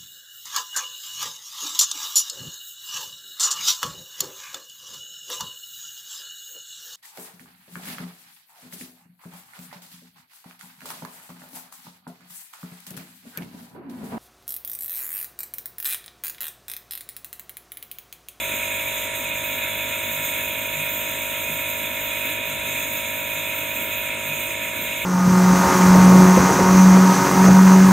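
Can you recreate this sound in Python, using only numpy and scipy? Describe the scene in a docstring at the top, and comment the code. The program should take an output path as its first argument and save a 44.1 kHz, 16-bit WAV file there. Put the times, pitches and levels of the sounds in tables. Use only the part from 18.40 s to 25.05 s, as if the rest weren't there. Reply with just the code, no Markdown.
"""A small gas torch plays on a piece of metal on a ceramic block, close to a stereo microphone.
From the start an electric device buzzes on multiples of the mains frequency, as a sum of steady cosines;
under it noise bands make the flame's low rumble, its roar in the middle and the gas jet's hiss on top.
A soft puff comes at once, a low tone first swells after half a second, then the hiss dips and the roar wavers.
To the end the hiss dulls and brightens as the hand turns the torch, and the rumble slowly gains weight."""
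import sys
import numpy as np
from scipy import signal
from scipy.fft import rfft, irfft, next_fast_len
from scipy.io import wavfile

SR = 44100
rng = np.random.default_rng(int(sys.argv[2]) if len(sys.argv) > 2 else 0)


def output_pcm(signal):
    """Save a mono or channel-first signal as 16-bit PCM at the path in sys.argv[1].

    Samples are clipped to [-1, 1] before scaling.
    """
    pcm = np.clip(np.atleast_2d(signal).T, -1, 1) * 32767
    wavfile.write(sys.argv[1], SR, np.round(pcm).astype(np.int16))


N = 293265
SIZE = next_fast_len(N)
BINS_HZ = np.maximum(np.arange(SIZE // 2 + 1) * SR / SIZE, 1)
SECONDS = np.arange(N) / SR
CONTROL_STEP = 40  # samples between points of the slow control curves
SIDES = np.array([[1], [-1]])  # left, right


def from_db(db):
    """Amplitude gain of a level in dB."""
    return 10 ** (np.asarray(db) / 20)


def in_time(rows):
    """Columns of a time table, drawn as straight lines with one value a sample."""
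    start_s, *columns = np.transpose(rows)
    return [np.interp(SECONDS, start_s, column) for column in columns]


def on_bins(rows):
    """Columns of a spectrum table, joined along log frequency with one value a bin."""
    pitch_hz, *columns = np.transpose(rows)
    return [np.interp(np.log(BINS_HZ), np.log(pitch_hz), column) for column in columns]


def coloured(rows):
    """Left and right gains and likeness of a spectrum table."""
    level_db, balance_db, likeness = on_bins(rows)
    return from_db(level_db + balance_db / 2 * SIDES), likeness


def drift(rate_hz):
    """Slow random wander: sparse noise through two equal one-pole low-passes, scaled to a spread of 1."""
    pole = np.exp(-2 * np.pi * rate_hz * CONTROL_STEP / SR)
    noise = rng.standard_normal(N // CONTROL_STEP + 2002)
    slow = signal.lfilter([1], [1, -2 * pole, pole * pole], noise)[2000:]  # drop the filter's run-in
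    return np.interp(np.arange(N) / CONTROL_STEP, np.arange(len(slow)), slow / slow.std())


def swells(times_s, half_s, *columns):
    """Bell-shaped level changes at the given times, each column summed into one curve."""
    points = np.arange(0, N, CONTROL_STEP)
    bells = np.exp(-((points / SR - np.c_[times_s]) / np.c_[half_s]) ** 2)
    return [np.interp(np.arange(N), points, column @ bells) for column in columns]


def turbulence(gains, likeness, low_hz, high_hz, count):
    """Coloured stereo noise, partly alike in both ears, yielded as overlapping (centre Hz, band) pairs."""
    alike = np.clip(likeness, 0, 1)
    mid, side = rfft(rng.standard_normal((2, SIZE)))
    pair = gains * (np.sqrt(1 + alike) * mid + np.sqrt(1 - alike) * side * SIDES)
    pair = pair * ((BINS_HZ > low_hz) & (BINS_HZ < high_hz))
    # the mean of left and right gets a power of 1 over all bands
    pair = pair / np.sqrt(np.mean(irfft(pair.mean(axis=0), SIZE) ** 2))
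    place = np.log(BINS_HZ / low_hz) / np.log(high_hz / low_hz) * (count - 1)
    for k in range(count):
        window = np.clip(1 - abs(place - k), 0, 1)
        centre_hz = low_hz * (high_hz / low_hz) ** (k / (count - 1))
        yield centre_hz, irfft(pair * window, SIZE)[:, :N]


# partials of the buzz: mains_multiple, left_db (rms), right_db (rms)
BUZZ_PARTIALS = [(1, -57.2, -57.5), (2, -47.9, -53.2), (3, -61.9, -63.5), (4, -58.1, -58.4),
                 (5, -56.8, -62.0), (6, -53.1, -56.8), (8, -67.1, -67.9), (9, -58.2, -58.4),
                 (10, -55.0, -53.9), (11, -44.2, -41.8), (12, -48.0, -40.0), (13, -41.6, -43.9),
                 (14, -74.4, -73.7), (16, -61.6, -58.8), (17, -70.3, -52.2), (18, -57.2, -54.2),
                 (19, -40.8, -44.0), (20, -48.8, -53.9), (21, -55.7, -61.9), (22, -58.2, -61.8),
                 (23, -61.1, -63.9), (24, -60.4, -65.0), (25, -69.7, -61.9), (26, -55.2, -60.8),
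                 (27, -57.9, -60.3), (28, -57.6, -62.3), (29, -71.2, -59.2), (31, -65.4, -63.5)]
# partials that push the two capsules in opposite directions: mains_multiple
OPPOSED_PARTIALS = [17, 18, 24, 28, 29]
MAINS_HZ = 50.036
BUZZ_START_S, BUZZ_RIGHT_LAG_S = -.007, .00006
BUZZ_SMEAR = .356  # radians per squared multiple: the multiples slip out of step


def buzz():
    """A smeared pulse each mains cycle, as a sum of steady multiples."""
    lag_s = np.array([[0], [BUZZ_RIGHT_LAG_S]])
    turn = 2 * np.pi * MAINS_HZ * (SECONDS - BUZZ_START_S - lag_s)
    out = 0
    for multiple, *sides_db in BUZZ_PARTIALS:
        signs = [1, -1 if multiple in OPPOSED_PARTIALS else 1]
        peaks = np.sqrt(2) * (from_db(sides_db) * signs)[:, None]
        out = out - peaks * np.cos(multiple * turn - BUZZ_SMEAR * multiple ** 2)
    return out


# swells of the low tone: centre_s, rise_db
THROBS = [(.47, 7), (1.33, 6), (1.78, 14), (2.11, 5), (2.39, 13), (3.11, 12), (3.45, 6), (3.9, 7),
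          (4.13, 13), (4.3, 11.5), (4.99, 10), (5.68, 7), (5.91, 14), (6.39, 8)]
THROB_HZ, THROB_WANDER_HZ, THROB_BALANCE_DB = 149.3, 6.85, 2
THROB_DB, THROB_S, THROB_WAVER_DB = -57, 0.055, 2.5  # level between swells, swell half length, random waver


def throb():
    """A low tone of randomly wandering pitch that comes in soft puffs."""
    centre_s, rise_db = np.transpose(THROBS)
    level_db = THROB_DB + swells(centre_s, [THROB_S], rise_db)[0] + THROB_WAVER_DB * drift(3.2)
    turn = 2 * np.pi * np.cumsum(THROB_HZ + THROB_WANDER_HZ * drift(8.28)) / SR
    return np.sqrt(2) * from_db(level_db + THROB_BALANCE_DB / 2 * SIDES) * np.sin(turn)


# colour of the rumble: pitch_hz, level_db (relative, per Hz), balance_db (left over right), likeness (0-1)
RUMBLE_COLOUR = [(20, -22, -2, .95), (35, -13, 3, 0.8), (72, -3, 2, 0.6), (115, -7, -2, 0.7),
                 (184, -7.5, 0, 0.94), (218, -0.5, 2, 0.96), (327, -1, 0, 0.97), (364, -7, 2, 1),
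                 (412, -4, -2, 0.8), (520, -9.5, -2, 0), (688, -11, -3, 0.55), (745, -24, 1, .4),
                 (810, -11.5, -1, .3), (1075, -12, 8, 0.64), (1225, -10.5, -1, 0.35)]
# slow level of the rumble before its trim: start_s, level_db
RUMBLE_LEVEL = [(0, -46), (1, -44), (2.2, -43.5), (3.3, -44), (4.3, -43), (5, -44), (6, -42.5),
                (6.65, -42.5)]
# soft puffs in the rumble: centre_s, rise_db
PUFFS = [(.12, 4), (1.99, 1), (3.08, 3.5), (3.88, 4.5), (4.3, 2.5), (5.42, 4.5), (6.41, 5)]
PUFF_S = 0.057  # half length of a puff


def rumble(trim_db=0.42, flicker_db=0.4):
    """Big slow eddies in the flame: low noise whose middle bands puff together and flicker on their own."""
    centre_s, rise_db = np.transpose(PUFFS)
    level_db = in_time(RUMBLE_LEVEL)[0] + swells(centre_s, [PUFF_S], rise_db)[0]
    steady_db = level_db.mean()
    change_db = level_db - steady_db
    out = 0
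    for hz, band in turbulence(*coloured(RUMBLE_COLOUR), 15, 1270, count=9):
        # only the middle of the rumble follows the level curve
        moving_db = (change_db + flicker_db * drift(6.0)) * (110 < hz < 480)
        out = out + band * from_db(steady_db + trim_db + moving_db)
    return out


# resonances of bench and microphone housing that colour the roar:
# pitch_hz, width_hz (of a single pass), left_db (relative peak), right_db (relative peak)
ROAR_MODES = [(1354, 211, -19.5, -13.5), (1409, 170, -13.0, -28.5), (1510, 65, -11.5, -16.5),
              (1647, 204, -17.5, -10.0), (1732, 72, -13.0, -8.5), (1833, 143, -13.5, -13.5),
              (1915, 46, -11.0, -22.0), (1995, 146, -27.5, -9.0), (2172, 227, -5.0, -18.0),
              (2185, 139, -21.0, -2.0), (2304, 73, -3.5, -2.0), (2420, 94, -3.5, 1.0),
              (2506, 89, -3.5, 3.0), (2596, 111, -3.5, -5.5), (2693, 104, -13.0, -11.0),
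              (2825, 180, -13.0, -6.5), (2926, 58, -12.5, -25.0), (2991, 58, -14.0, -15.5),
              (3115, 147, -17.0, -14.0), (3261, 132, -10.0, -12.0), (3368, 42, -13.5, -22.0),
              (3445, 87, -8.5, -3.5), (3506, 121, -8.0, -8.0), (3612, 46, -14.5, -11.0),
              (3699, 124, -8.0, -8.5), (3851, 185, -13.5, -11.0), (3947, 133, -15.0, -19.5),
              (4141, 171, -25.5, -26.0)]
# how alike the roar is in both ears: pitch_hz, likeness (0-1)
ROAR_LIKENESS = [(1250, 0), (1400, 0.7), (1550, 0.1), (1750, 0.96), (1980, 0.08), (2150, 0.91),
                 (2500, 0.91), (2750, 0.74), (2950, 0.53), (3130, 0), (3260, 0.97), (3550, 0.65),
                 (3700, 0.84), (4100, 0.38)]
# small chance rises and falls in the roar's level: centre_s, change_db
ROAR_CHANGES = [(.81, -2), (1.03, -1.5), (1.23, 1.8), (1.52, 2), (1.99, 1.7), (2.08, -1), (2.42, 0.5),
                (2.56, -0.8), (2.71, 1.8), (2.86, -1), (3.44, 1), (3.53, -1.5), (3.89, 1.5), (4.38, 1.5),
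                (5.15, 1), (5.73, 1), (5.82, -1.8), (6.3, -2.5), (6.48, 1)]
ROAR_DB, ROAR_CHANGE_S = -29.5, 0.046  # level between the changes, half length of a change
ROAR_WAVER_DB, ROAR_WAVER_HZ = .3, 6.4  # random waver of the whole roar


def roar(flicker_db=1.0):
    """Burning noise through many resonances, each applied twice so that the valleys stay dark."""
    centre_s, change_db = np.transpose(ROAR_CHANGES)
    chance_db = swells(centre_s, [ROAR_CHANGE_S], change_db)[0]
    level_db = ROAR_DB + chance_db + ROAR_WAVER_DB * drift(ROAR_WAVER_HZ)
    power = 0
    for hz, width_hz, *sides_db in ROAR_MODES:
        resonance = 1 / (1 + (2 * (BINS_HZ - hz) / width_hz) ** 2)
        power = power + from_db(sides_db)[:, None] ** 2 * resonance ** 2
    bands = turbulence(np.sqrt(power), on_bins(ROAR_LIKENESS)[0], 1270, 4600, count=7)
    return from_db(level_db) * sum(band * from_db(flicker_db * drift(4.6)) for _, band in bands)


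# the jet as the torch turns: start_s, top_level_db (its swings as at TOP_HZ), lower_level_db
JET = [(0, -33.5, -37.5), (.4, -35, -37), (.8, -34, -37), (1.2, -35.5, -39.5), (1.6, -34.5, -39),
       (1.88, -31.5, -36), (2.1, -36, -39), (2.5, -31.5, -39), (2.7, -35.5, -37.5), (3.3, -30.5, -38),
       (3.5, -36.5, -39), (3.85, -34, -38), (4.15, -35.5, -38.5), (4.45, -33, -36), (4.8, -35.5, -40.5),
       (4.97, -33.5, -38), (5.5, -34, -40.5), (5.95, -35.5, -38), (6.5, -36, -39), (6.65, -36, -39)]
# brief dips of the hiss, a negative drop being a lift: centre_s, half_length_s, top_drop_db, lower_drop_db
DIPS = [(0.705, .04, 11, 1.5), (.92, 0.034, 5, 4), (1.38, 0.035, 1, 1), (2.39, .04, 4, -2),
        (3.24, .03, 5, 2), (3.477, .03, 1, 3.5), (4.0, .05, 4, 5), (4.21, .05, 3, 1.5), (5.27, .04, 3.5, 0),
        (5.754, 0.076, 7, 1.5), (6.17, .04, 7, 1), (6.317, .04, 6.5, 0.5)]
JET_WAVER_DB, JET_WAVER_HZ = 1.0, 5  # random waver of the top, before the shading by band


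def jet_levels():
    """Level curves of the jet's top and lower hiss: the turning torch, brief dips and a waver on top."""
    top_db, lower_db = np.subtract(in_time(JET), swells(*np.transpose(DIPS)))
    return top_db + JET_WAVER_DB * drift(JET_WAVER_HZ), lower_db


# colour of the lower hiss: pitch_hz, level_db (relative, per Hz), balance_db (left over right), likeness (0-1)
HISS_COLOUR = [(4300, -38, 2.0, 0.6), (4530, -71, 0.0, 0.8), (4854, -23, 1, 0.5), (5244, -17, -1.5, 0.83),
               (5590, -38, 2, 0.8), (6085, -18, -0.5, 0.62), (6420, -2, 1, 0.7), (7100, 1, -4, 0.57),
               (7910, -12.5, 1, 0.74), (8390, 1.5, -2.5, 0.7), (8620, -11, -3, 0.4), (9450, -15.5, 1, 0.96),
               (10330, -3.5, -3, 0.57), (10980, -16, 5, 0.7), (11460, -35, -0.5, 0)]


def hiss(lower_db, own_db=1.56):
    """The lower hiss of the jet: noise in bands that each waver a little on their own."""
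    bands = turbulence(*coloured(HISS_COLOUR), HISS_COLOUR[0][0], HISS_COLOUR[-1][0], count=7)
    return from_db(lower_db) * sum(band * from_db(own_db * drift(12.4)) for _, band in bands)


# colour of the top hiss: pitch_hz, level_db (relative, per Hz), balance_db (left over right), likeness (0-1)
TOP_COLOUR = [(11400, -43.0, 1, 0), (11780, -39, 0.0, 0.66), (11760, -16.5, -1.5, 0.6),
              (12300, -24.5, 1, 0.46), (12660, -19.0, -5, 0.16), (13140, -6.5, -5, 0.6),
              (13630, -5.5, -2.5, 0.56), (14000, 0.5, -6.5, 0.67), (14400, -14, -4.5, 0.52),
              (14950, -17, -2.5, 0.4), (15420, -13, -3.5, 0.61), (15600, -21, 1, 0.51)]
TOP_HZ, SHADE_SLOPE = 14000, 2.0  # a band follows the jet's dB change times (Hz / TOP_HZ) ** slope


def hiss_top(top_db, own_db=0.8, flutter_db=1.0):
    """The jet beams its treble: the higher the band, the more it follows the turning of the torch."""
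    steady_db = top_db.mean()
    flutter = flutter_db * drift(30.0)  # shared by all bands
    out = 0
    for hz, band in turbulence(*coloured(TOP_COLOUR), TOP_COLOUR[0][0], 17000, count=5):
        shade_db = (top_db - steady_db) * (hz / TOP_HZ) ** SHADE_SLOPE
        out = out + band * from_db(steady_db + shade_db + own_db * drift(11.0) + flutter)
    return out


def scene():
    """Buzz behind, then the flame's low tone, rumble and roar, with the jet in front."""
    top_db, lower_db = jet_levels()
    flame = throb() + rumble() + roar()
    jet = hiss(lower_db) + hiss_top(top_db)
    return buzz() + flame + jet


def record(dry):
    """A steep elliptic low-pass cuts the top above 15720 Hz."""
    low_pass = signal.ellip(14, .1, 70, 15720, fs=SR, output="sos")  # order, ripple dB, stop-band dB, edge Hz
    return signal.sosfilt(low_pass, dry)


dry = scene()
out = record(dry)
output_pcm(out)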